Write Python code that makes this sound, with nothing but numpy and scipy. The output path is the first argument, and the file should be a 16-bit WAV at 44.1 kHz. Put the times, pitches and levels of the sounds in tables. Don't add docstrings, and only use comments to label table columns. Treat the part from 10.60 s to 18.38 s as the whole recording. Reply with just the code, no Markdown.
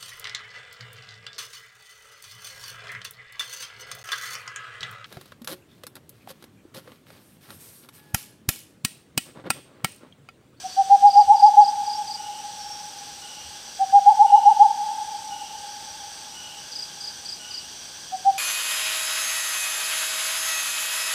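import sys
import numpy as np
from scipy import signal
from scipy.fft import rfft, irfft
from scipy.io import wavfile
from scipy.ndimage import uniform_filter1d

SR = 44100
rng = np.random.default_rng(int(sys.argv[2]) if len(sys.argv) > 2 else 0)


def master_out(mix):
    frames = np.transpose(np.atleast_2d(mix))
    ceiling = np.clip(frames, -1, 1)
    pcm = np.round(ceiling * 32767).astype(np.int16)
    wavfile.write(sys.argv[1], SR, pcm)


N = 343098
TIME = np.arange(N) / SR

# f/Hz, relative spectral density/dB
AIR_SPECTRUM = [(22, -26), (50, -5), (80, -1.5), (200, 0), (400, -4), (650, -1.5), (1200, -4), (2100, -6.5),
                (2800, -1), (3900, 0), (5400, 3), (6900, -4.5), (8900, -4), (9600, -13), (15500, -18)]
# f/Hz, bandwidth/Hz, level/dB, throb rate/Hz, wing-stroke rate/Hz, stroke depth
CRICKET_CHORUSES = [(5756, 190, -50, 6.3, 33, .3), (6002, 110, -51.5, 5.5, 24, 0.3),
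                    (8105, 670, -55, 4.2, 37, 0.4)]
# f/Hz, bandwidth/Hz, relative level/dB
CICADA_MODES = [(1599, 190, -4), (3307, 310, -0.5), (4695, 330, 1.5), (6250, 290, -2)]
# t/s, gain/dB
BUZZ_ENVELOPE = [(0, -53.3), (2.3, -53.2), (4.4, -50.6), (7.78, -50.8)]
# t/s, count, shortest period/s, first pitch/Hz, warm-up/hoots, level at full pitch/dB
HOOT_RUNS = [(0.0285, 8, .1293, 753, 1.74, -1.2), (3.1875, 7, .1313, 778, 1.15, -1.3),
             (7.5125, 2, .128, 759, 1.7, -1.8)]
# t/s, rise/Hz
FLICK_HEIGHTS = [(0.29, 6), (0.555, 24), (0.69, 72), (0.96, 20), (3.32, 9), (3.45, 63), (3.59, 80),
                 (4.0, 69), (7.5, 3)]
# level/dB, T60/s, build-up/s
FOREST_DECAYS = [(-12.6, 0.62, 0.033), (-15.5, 2.9, 0.13), (-27.3, 10, 0.29)]
# t/s, duration/s, f/Hz, level/dB, rms waver as a fraction of f
FAR_WHISTLES = [(0.072, 0.12, 4580, -41.5, 0.035), (1.35, 0.031, 5500, -35, 0.0051),
                (1.97, 0.24, 5505, -40.5, 0.0055), (2.11, 0.054, 5520, -35.5, .003)]
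# t/s, count, level/dB
CHIP_BURSTS = [(0.4695, 5, -28.5), (0.7604, 4, -28), (1.0106, 3, -28), (1.2626, 3, -29), (1.4737, 3, -28),
               (6.1216, 4, -27.4), (6.4066, 3, -27.2), (6.6546, 3, -27), (6.9078, 3, -27.5)]
# t/s, duration/s, level/dB
HULL_BUMPS = [(0.546, 0.28, -54.5), (2.804, .14, -57)]


def gain_of(db):
    return 10 ** (np.asarray(db) / 20)


def unit_rms(x):
    return x / np.sqrt(np.mean(x ** 2) + 1e-20)


def add(mix, start, sound):
    part = mix[max(round(start * SR), 0):][:len(sound)]
    part += sound[:len(part)]


def phase_of(hz):
    return 2 * np.pi * np.cumsum(hz) / SR


def drift(max_hz):
    return unit_rms(irfft(rfft(rng.standard_normal(N)) * (np.fft.rfftfreq(N, 1 / SR) < max_hz), N))


def resonate(x, hz, width):
    detune = 2 * (np.fft.rfftfreq(N, 1 / SR) - hz) / width
    return unit_rms(irfft(rfft(x) / (1 + 1j * np.sqrt(2) * detune - detune ** 2), N))


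def scatter(x, decays, lo_hz, hi_hz):
    t = np.arange(4 * SR) / SR
    power = 0
    for db, t60, build in decays:
        envelope = gain_of(-60 * t / t60) * (1 - np.exp(-(t / build) ** 2))
        power += (gain_of(db) * unit_rms(envelope)) ** 2
    hz = np.fft.rfftfreq(len(t), 1 / SR)
    band = (hz > lo_hz) & (hz < hi_hz)
    echoes = signal.hilbert(irfft(rfft(rng.standard_normal(len(t))) * band))
    echoes = echoes.real / np.sqrt(uniform_filter1d(abs(echoes) ** 2, size=2048))
    return signal.fftconvolve(x, echoes * np.sqrt(4 * power * (hi_hz - lo_hz) / SR / len(t)))[:N]


def air(level_db=-43):
    hz, db = np.transpose(AIR_SPECTRUM)
    colour = gain_of(np.interp(np.log(np.fft.rfftfreq(N, 1 / SR) + 1), np.log(hz), db))
    return gain_of(level_db) * unit_rms(irfft(rfft(rng.standard_normal(N)) * colour, N))


def crickets(throb_db=2.5):
    chorus = np.zeros(N)
    for hz, width, db, throb_hz, stroke_hz, depth in CRICKET_CHORUSES:
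        throb = np.sin(2 * np.pi * throb_hz * TIME + 1.5 * drift(max_hz=2))
        stroke = 1 + depth * np.sin(2 * np.pi * stroke_hz * TIME + 2 * drift(max_hz=4))
        chorus += gain_of(db + throb_db * throb) * stroke * resonate(rng.standard_normal(N), hz, width)
    return chorus


def cicada_notes(first_s=.524, period_s=1.044, final_db=-42.9, onset_db=-12, swell_s=.75):
    elapsed = np.arange(0, N / SR - first_s, period_s)
    return zip(first_s + elapsed, final_db + onset_db * np.exp(-elapsed / swell_s))


def cicada(click_hz=123, note_hz=1464, pause_s=.39, lead_s=.1, note_s=.13, rasp_s=.27, duck_db=-10):
    tymbal = 1 + .33 * np.cos(phase_of(click_hz * (1 + .005 * drift(max_hz=3))))
    clicks = tymbal * rng.standard_normal(N)
    note_shape = signal.windows.tukey(int(note_s * SR), .2) * np.linspace(1.3, .5, int(note_s * SR))
    paused, tone_envelope, rasp_envelope = np.zeros((3, N))
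    for start, db in cicada_notes():
        add(paused, start - lead_s, signal.windows.tukey(int(pause_s * SR), .5))
        add(tone_envelope, start, gain_of(db) * note_shape)
        add(rasp_envelope, start, gain_of(db) * signal.windows.tukey(int(rasp_s * SR), .3))
    buzz = sum(gain_of(db) * resonate(clicks, hz, width) for hz, width, db in CICADA_MODES)
    buzz *= gain_of(np.interp(TIME, *np.transpose(BUZZ_ENVELOPE)) + duck_db * paused)
    phase = phase_of(note_hz * (1 + .008 * drift(max_hz=80)))
    tone = tymbal * (np.sin(2 * phase) + gain_of(-7) * np.sin(phase))
    rasp = resonate(clicks, hz=2920, width=240) + .45 * resonate(clicks, hz=3220, width=90)
    notes = tone_envelope * tone + .54 * rasp_envelope * rasp
    echoes = scatter(notes, [(-3, .82, .026)], lo_hz=1200, hi_hz=3700)
    return buzz + gain_of(-2.5) * notes + echoes


def hoots(full_hz=830.7, flat_hz=78.3, flat_db=-24.3, easing_s=.0009):
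    for start, count, period, first_hz, warm_up, db in HOOT_RUNS:
        for k in range(round(count)):
            pitch = full_hz + (first_hz - full_hz) * np.exp(-(k / warm_up) ** 1.16)
            flatness = abs(full_hz - pitch) / flat_hz
            length = .0798 - .029 * flatness ** 2
            flick_hz = np.interp(start, *np.transpose(FLICK_HEIGHTS))
            fade_db = 2 - 17 * flatness
            roundness = .85 + .96 * flatness
            yield start, length, pitch, flick_hz, db + flat_db * flatness ** 2, fade_db, roundness
            start += period + easing_s * (k - 2.2) ** 2


def hooting_bird(arch=.054, flick_at=.63, flick_width=.1483, dip_db_per_hz=.16, echo_db_per_hz=.062):
    voice, outward, breath = np.zeros((3, N))
    margin = round(SR / 50)
    throat_lag = np.hanning(2 * int(.0053 * SR) + 1)
    for start, length, pitch, flick_hz, db, fade_db, roundness in hoots():
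        t = np.arange(-margin, int(length * SR) + margin) / SR
        progress = np.clip(t / length, 0, 1)
        lift_hz = flick_hz * np.exp(-((progress - flick_at) / flick_width) ** 2)
        bend_hz = lift_hz - pitch * arch * (2 * progress - 1) ** 2
        tone = np.sin(phase_of(pitch + bend_hz))
        envelope = abs(np.sin(np.pi * progress)) ** roundness
        envelope *= gain_of(db - fade_db * (progress - .5) - dip_db_per_hz * lift_hz)
        envelope = signal.fftconvolve(envelope, throat_lag / throat_lag.sum(), "same")
        add(voice, start + t[0], envelope * tone)
        add(outward, start + t[0], envelope * tone * gain_of(echo_db_per_hz * bend_hz))
        add(breath, start + t[0], envelope)
    rasp = gain_of(-49) * breath * resonate(rng.standard_normal(N), hz=556, width=93)
    return voice + rasp + scatter(outward, FOREST_DECAYS, lo_hz=730, hi_hz=910)


def far_birds():
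    voice, wobble = np.zeros(N), drift(max_hz=90)
    for start, length, pitch, db, waver in FAR_WHISTLES:
        progress = np.linspace(0, 1, int(length * SR))
        hz = pitch * (1 + waver * wobble[int(start * SR):][:len(progress)])
        envelope = abs(np.sin(np.pi * progress)) ** .5
        add(voice, start, gain_of(db) * envelope * np.sin(phase_of(hz)))
    return voice + scatter(voice, [(-7, .37, .023)], lo_hz=4000, hi_hz=6000)


def chips(period_s=.0339, first_db=-3.5, first_flat=.014):
    for start, count, db in CHIP_BURSTS:
        for k in range(round(count)):
            yield start + k * period_s, db + first_db * (k == 0), 1 - first_flat * (k == 0)


def chipping_bird(top_hz=5210, bottom_hz=4200, length_s=.026, lead_s=.0064, jitter=.0071):
    voice, progress = np.zeros(N), np.linspace(0, 1, int(length_s * SR))
    envelope = np.sin(np.pi * progress ** .96) ** 2
    sweep_hz = top_hz + (bottom_hz - top_hz) * progress ** 1.345
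    for start, db, tuning in chips():
        hz = sweep_hz * (tuning + jitter * rng.standard_normal())
        add(voice, start - lead_s, gain_of(db) * envelope * np.sin(phase_of(hz)))
    return voice + scatter(voice, [(-5.5, .17, .0091)], lo_hz=4020, hi_hz=5580)


def hull():
    push = np.zeros(N)
    for start, length, db in HULL_BUMPS:
        add(push, start, gain_of(db) * np.hanning(int(length * SR)))
    return push * resonate(rng.standard_normal(N), hz=82, width=22)


def scene():
    birds = hooting_bird() + chipping_bird() + far_birds()
    return (birds + cicada() + crickets() + hull() + air())[None]


def record(dry):
    low_pass = signal.firwin(511, cutoff=15550, window=("kaiser", 9), fs=SR)
    return signal.oaconvolve(dry, low_pass[None], "same")


dry = scene()
out = record(dry)
master_out(out)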